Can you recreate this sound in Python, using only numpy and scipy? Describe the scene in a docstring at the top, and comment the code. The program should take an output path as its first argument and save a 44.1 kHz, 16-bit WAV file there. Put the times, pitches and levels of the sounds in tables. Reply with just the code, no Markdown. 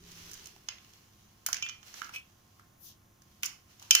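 """A collapsed telescopic aluminium ladder is turned by hand in a small quiet room.
Over faint hum and rumble, a low drone and a dull shuffle fade as the nested tubes start to rub
and knock against their plastic collars. Some blows set a tube ringing; a flurry of knocks follows,
and a longer tube chatters as it slides home. A soft swish crosses the lull, the knocks return,
and two hard clacks close to the microphone come last."""
import sys
import numpy as np
from scipy import signal
from scipy.fft import rfft, irfft, next_fast_len
from scipy.io import wavfile
from scipy.ndimage import uniform_filter1d

SR = 44100
rng = np.random.default_rng(int(sys.argv[2]) if len(sys.argv) > 2 else 0)


def to_wav(s):
    """Save 16-bit WAV."""
    ch = np.atleast_2d(s).T  # columns
    pcm = np.round(np.clip(ch, -1, 1) * 32767)  # PCM
    wavfile.write(sys.argv[1], SR, pcm.astype(np.int16))


N = 176400
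T = np.arange(N) / SR
KNOCK_ATTACK_S = 0.00066


def from_db(db):
    """Decibels to gain."""
    return 10 ** (np.asarray(db) / 20)


def unit_rms(x):
    """Scale to unit rms."""
    return x / np.sqrt(np.mean(x ** 2) + 1e-20)


def at_hz(points, hz):
    """Read (Hz, value) points on a log-frequency axis."""
    point_hz, value = np.transpose(points)
    return np.interp(np.log(np.maximum(hz, 1)), np.log(point_hz), value)


def colour(x, eq):
    """Minimum-phase EQ through (Hz, dB) points."""
    n = x.shape[-1]
    size = 2 * next_fast_len(n // 2 + 1024)
    gain = from_db(at_hz(eq, np.fft.rfftfreq(size, 1 / SR)))
    cepstrum = irfft(np.log(gain))
    cepstrum[1:size // 2] *= 2
    cepstrum[size // 2 + 1:] = 0
    return irfft(rfft(x, size) * np.exp(rfft(cepstrum)))[..., :n]


def noise_band(low_hz, high_hz, n):
    """Band-passed stereo noise."""
    bandpass = signal.butter(2, [low_hz, high_hz], "band", fs=SR, output="sos")
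    return signal.sosfilt(bandpass, rng.standard_normal((2, n)))


def wander(per_s):
    """A random curve that turns per_s times a second."""
    return np.interp(T * per_s, np.arange(N), rng.standard_normal(N))


def add(out, start_s, sound, pan_db=0):
    """Mix in a stereo sound; positive pan leans left."""
    i = int(start_s * SR)
    panned = sound * from_db([[pan_db / 2], [-pan_db / 2]])
    out[:, i:i + sound.shape[1]] += panned[:, :N - i]


def room_tone(drone_hz=171):
    """Centred hum and rumble, a low drone that fades early, and wide hiss."""
    # steady hum tones: pitch_hz, level_db
    hum_tones = [(101, -74.5), (210, -78), (343, -80), (725, -84), (1067, -79.5)]
    # spectrum of the rumble: freq_hz, level_db
    rumble_eq = [(15, -4.5), (35, -5), (60, 2), (100, 4.5), (170, 0), (300, -8.5), (500, -24), (1000, -44),
                 (4000, -18)]
    # spectrum of the hiss: freq_hz, level_db
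    air_eq = [(40, -9.5), (200, 7.5), (500, 6.5), (1200, 7.5), (2500, -0.5), (6000, -8), (9000, -23),
              (15000, -2)]
    hum = sum(from_db(db) * np.sqrt(2) * np.sin(2 * np.pi * (hz * T + rng.random()))
              for hz, db in hum_tones)
    fade = np.exp(-np.maximum(T - 0.25, 0) / 0.11)
    drone = from_db(-62) * np.sqrt(2) * np.sin(2 * np.pi * drone_hz * T) * fade
    rumble = from_db(-64) * unit_rms(colour(rng.standard_normal(N), rumble_eq))
    air = from_db(-66.5) * unit_rms(colour(rng.standard_normal((2, N)), air_eq))
    return hum + drone + rumble + air


def shuffle(hold_s=0.28, fade_s=0.45):
    """Shifting the ladder makes a dull noise that dies away."""
    # spectrum of the handling noise: freq_hz, level_db
    shuffle_eq = [(20, 0.5), (70, 2.5), (200, -10.5), (400, 0), (600, -25.5), (2000, -40)]
    fade = np.exp(-np.maximum(T - hold_s, 0) / fade_s)
    return from_db(-64) * fade * unit_rms(colour(rng.standard_normal(N), shuffle_eq))


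def contact_eq(depth_db, count=45):
    """Each contact point favours its own resonances: random treble peaks and dips as (Hz, dB)."""
    freq_hz = 2650 + 300 * np.arange(count)
    level_db = depth_db * np.append(0, rng.uniform(-1, 1, count - 1))
    return np.transpose([freq_hz, level_db])


def rubbing(catches_per_s=500, catch_decay_s=0.00065):
    """Tubes slide in their collars: hiss with tiny catches, drifting among three contact points."""
    # swells of the friction: time_s, level_db
    swells = [(0, -63), (.06, -53.5), (.17, -48), (.33, -48.5), (.48, -52), (.56, -59), (.7, -62.5),
              (.84, -59.5), (.95, -58.5), (1.1, -64), (1.45, -65), (1.81, -65), (1.88, -48), (1.925, -51.5),
              (1.98, -43), (2.06, -50.5), (2.115, -58.5), (2.15, -42), (2.22, -64.5), (2.45, -69),
              (2.57, -64.5), (2.75, -79), (3.1, -89), (3.3, -66), (3.42, -65.5), (3.65, -72), (3.71, -58.5),
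              (3.78, -61), (3.85, -51.5), (3.9, -54.5)]
    # spectrum of the friction: freq_hz, level_db
    rub_eq = [(100, -14.5), (500, -9), (1100, -3.5), (2000, -1.5), (3000, -0.5), (4300, 3), (6300, -1),
              (9000, -7), (15000, -5)]
    onsets = rng.random(N) < catches_per_s / SR
    catches = onsets * from_db(1.5 * np.minimum(rng.exponential(1, N), 3))
    tails = signal.lfilter([1], [1, -np.exp(-1 / (catch_decay_s * SR))], catches + 1e-18)
    grit = unit_rms(tails * rng.standard_normal((2, N)))
    friction = rng.standard_normal((2, N)) + from_db(-4.5) * grit
    shares = np.exp([2 * wander(per_s=14) for _ in range(3)])
    rubbed = sum(share * colour(friction, contact_eq(depth_db=4.5)) for share in shares / shares.sum(0))
    level_db = np.interp(T, *np.transpose(swells)) + 0.58 * wander(per_s=40)
    return unit_rms(colour(rubbed, rub_eq)) * from_db(level_db)


def crack(t60_s=0.019, size=4096):
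    """A collar's dense, heavily damped modes: a noise burst with a flattened spectrum."""
    t = T[:size]
    envelope = from_db(-60 * t / t60_s) * (1 - np.exp(-t / KNOCK_ATTACK_S))
    spectrum = rfft(rng.standard_normal((2, size)) * envelope)
    smoothed_power = uniform_filter1d(abs(spectrum) ** 2, 120)
    return irfft(spectrum / np.sqrt(smoothed_power))[:, :size // 2]


def clacks():
    """Tubes hit their collars: each crack is coloured by where it lands and by the collars."""
    # tube-on-collar knocks: start_s, body_db, body_hz, mid_db, crack_db, top_db, pan_db
    knocks = [ (0.116, -38, 1400, -30, -18, -27, 2), (0.314, -17, 1400, -30, -13.5, -16.5, -3),
              (0.333, -24, 1400, -34, -12, -18, -2), (0.34, -33, 1400, -36, -13, -16, -4),
              (0.457, -28, 1390, -17, -16, -19, -8), (0.470, -26, 1400, -16, -15, -20, 0),
              (0.562, -21.5, 870, -26, -33, -34, -5), (0.686, -4, 1220, 0, 1.5, -20, -1),
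              (0.783, -24, 1400, -14.5, -30, -48, -5), (0.846, -27, 1370, -24, -25, -47, 3),
              (0.935, -37, 1400, -24, -24.5, -32, 0), (1.463, -0.5, 1720, -3, 6, 5, 1),
              (1.470, -7.5, 1700, -8, -8, -11, 7), (1.486, 4, 1250, -21, -6.5, -10, -2.5),
              (1.529, -2, 1270, 1.5, 8, -4, -3.5), (1.543, 1.5, 2120, -11, -0.5, -13, 0),
              (1.567, -8, 1700, -5.5, -5, -19, -2), (1.624, -9, 1220, -27, 1.5, -21.5, -1.5),
              (1.65, -18, 1400, -25, -20, -26, -5), (1.663, -5, 1870, -2, -16, -25, -1),
              (1.687, -22, 1400, -24, -9.5, -28, -8.5), (1.694, -11, 1420, -6, -7.5, -25, -4.5),
              (1.829, -22, 1400, -19.5, -25.5, -38, -8), (1.940, -11.5, 1730, -20, -14.5, -41, -8.5),
              (2.017, 4, 1520, -7.5, -16, -22, -7), (2.044, -18, 1500, -16, -10, -37, 3),
              (2.092, -4.5, 1350, -16, -22, -25, 1), (2.160, -32, 1100, -6.5, -25, -17, -6),
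              (2.595, -15, 1380, -34, -38, -35, -2), (3.219, -29, 1400, -33, -25.5, -30, -2),
              (3.425, -24, 1400, -19, -22, -21, 0), (3.432, 2, 1430, 6, 2, -2, -2),
              (3.443, -17, 1700, -29, -5, -11, 0), (3.449, -21, 1400, -22, -5, -19, 14),
              (3.456, -14, 1380, -23, -1.5, -5, 0), (3.460, -12.5, 1360, -24, -1, -5.5, -5.5),
              (3.796, -34, 1200, -22, -19, -27, 5), (3.818, -11.5, 1100, -46, -27, -29, 2),
              (3.825, -57, 1400, -14, -16, -22, 1), (3.908, 4, 1200, 12.5, 21, 10.5, 2),
              (3.950, 11.5, 1620, 15.5, 19, 11, 1.5)]
    # the collar's hollow body: ratio_to_body_hz, level_db
    body_shape = [(.08, -19.5), (.4, -20.5), (.62, -9.5), (.85, 0), (1.0, 0), (1.2, -1.5)]
    # broad resonances and gaps shared by all knocks: freq_hz, level_db
    collar_eq = [(900, -0.5), (1600, 0), (2100, -1.5), (2450, -3), (3100, -1), (3550, -3), (4250, -1),
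                 (4800, -2), (5450, 2), (5850, -0.5), (6150, -0.5), (6750, 0), (7500, -1), (9500, -0.5)]
    out = np.zeros((2, N))
    for start_s, body_db, body_hz, mid_db, crack_db, top_db, pan_db in knocks:
        body_eq = [(ratio * body_hz, body_db + db) for ratio, db in body_shape]
        treble_eq = [(2650, mid_db), (3400, mid_db), (4800, crack_db), (6610, crack_db), (8530, top_db)]
        hit = colour(crack(), contact_eq(depth_db=2.5))
        add(out, start_s, colour(hit, sorted(body_eq + treble_eq)), pan_db)
    return colour(out, collar_eq)


def reverb(x, build_s=0.0076, wet_db=-3.5):
    """The small room's diffuse reflections build quickly and die band by band."""
    # the room's tail: freq_hz, t60_s, level_db
    tail = [(300, 0.58, 4), (1340, 0.29, -2), (2780, 0.35, 1), (6000, 0.26, -8), (11900, 0.3, -8.5)]
    t, response = T[:SR // 2], 0
    edges_hz = np.geomspace(150, 18000, 9)
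    for low, high in zip(edges_hz, edges_hz[1:]):
        centre_hz = np.sqrt(low * high)
        t60_s, db = (at_hz(np.array(tail)[:, [0, k]], centre_hz) for k in (1, 2))
        fade = from_db(-60 * t / t60_s) * (1 - np.exp(-t / build_s))
        response += from_db(db) * noise_band(low, high, len(t)) * fade / np.linalg.norm(fade)
    return from_db(wet_db) * signal.fftconvolve(x, response, axes=1)[:, :N]


def ring(modes, favoured_hz=None, spread_db=2.0, spread_rad=0.66):
    """One blow starts all of a tube's modes; those far from a favoured pitch are weaker."""
    t, out = T[:SR // 2], 0
    lag_s = np.array([[0], [0.00009]])  # the right microphone port hears it later
    for hz, db, t60_s in modes:
        if favoured_hz:
            octaves_off = np.log2(hz / favoured_hz)
            db += 9 * (np.exp(-(octaves_off / 0.2) ** 2) - 1)
        phase = 2 * np.pi * hz * (t - lag_s) + spread_rad * rng.standard_normal((2, 1))
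        envelope = from_db(db - 60 * t / t60_s + spread_db * rng.standard_normal((2, 1)))
        out += envelope * np.sin(phase)
    return out * (1 - np.exp(-t / KNOCK_ATTACK_S))


def struck_tube(early_t60_s=0.055):
    """The aluminium rings, dropping quickly at first and then lingering."""
    # the tube's modes: pitch_hz, level_db, t60_s
    modes = [(2410, -1, 0.36), (2693, 3.5, 0.34), (2986, -0.5, 0.18), (3064, 0, 0.28), (3076, -12, 0.046),
             (3250, -14.5, 0.2), (3446, 2, 0.099), (3950, -2, 0.097), (5340, -11, .15), (5940, -22, 0.086),
             (6380, 5, 0.043), (6080, -1, 0.094), (6660, -17, .2), (6765, -32, 0.13)]
    # blows that set it ringing: start_s, level_db, favoured_hz, early_ring_db
    blows = [(0.686, -55, 3120, 4), (1.465, -52, 3130, 7), (1.566, -52, 2900, 0), (1.624, -34, 2530, -5),
             (1.662, -56, 2500, -3), (1.687, -44, 2930, -10), (3.431, -50, 2600, 17),
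             (3.908, -23.5, 3140, 4), (3.950, -26.5, 2720, -19)]
    out = np.zeros((2, N))
    for start_s, db, favoured_hz, early_ring_db in blows:
        punch = 1 + from_db(early_ring_db - 60 * T[:SR // 2] / early_t60_s)
        add(out, start_s, from_db(db) * ring(modes, favoured_hz) * punch)
    return out


def chatter():
    """A longer tube rattles as it slides home."""
    # the longer tube's modes: pitch_hz, level_db, t60_s
    modes = [(2293, 0, 0.17), (2380, -3, 0.16), (2544, 8, 0.13), (2966, -3, 0.12), (5400, -32, .2),
             (5770, -3, 0.054), (8200, -12, 0.12)]
    # its quick taps: start_s, level_db
    taps = [(2.138, -46), (2.148, -49), (2.160, -39.5)]
    out = np.zeros((2, N))
    for start_s, db in taps:
        add(out, start_s, from_db(db) * ring(modes))
    return out


def swish(rise_s=0.047, fall_s=0.052, pan_db=3):
    """A soft brush, like a hand sliding along the rail, bright first and then duller."""
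    # noise bands of the brush: low_hz, high_hz, peak_s, level_db
    bands = [(3000, 4700, 2.89, -59.5), (4400, 6600, 2.878, -54.5), (7250, 13000, 2.865, -59),
             (11000, 15500, 2.855, -49)]
    out = np.zeros((2, N))
    for low_hz, high_hz, peak_s, db in bands:
        width_s = np.where(T < peak_s, rise_s, fall_s)
        swell = np.exp(-((T - peak_s) / width_s) ** 2)
        add(out, 0, from_db(db) * unit_rms(noise_band(low_hz, high_hz, N)) * swell, pan_db)
    return out


def scene():
    """The ladder over the room tone; only the knocks feed the reverb."""
    knocks = clacks()
    impacts = knocks + reverb(knocks) + struck_tube() + chatter()
    return impacts + rubbing() + swish() + shuffle() + room_tone()


def record(dry, ceiling=0.85, stopband_hz=16950):
    """Each microphone port has its own colour; peaks over the ceiling clip and the top is cut."""
    # response of the two ports: freq_hz, left_db, right_db
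    ports = [(300, 0, 0.5), (1050, -4.5, 0.5), (1600, -2.5, -1), (2480, -1.5, -1.5), (3070, 0, 0.5),
             (3930, -3, -6), (5370, -6, -0.5), (6030, -4, 4), (6870, -11, 3.5), (7750, -10.5, -5),
             (9600, -6.5, -7), (9560, -2, -4), (12200, -3, -11.5), (14400, -1.5, -9), (15500, 1.5, -17),
             (15000, -1, -10), (16000, -20.5, -21)]
    heard = np.array([colour(dry[k], np.array(ports)[:, [0, k + 1]]) for k in range(2)])
    lowpass = signal.cheby2(14, 60, stopband_hz, fs=SR, output="sos")
    return signal.sosfilt(lowpass, np.clip(heard, -ceiling, ceiling))


dry = scene()
out = record(dry)
to_wav(out)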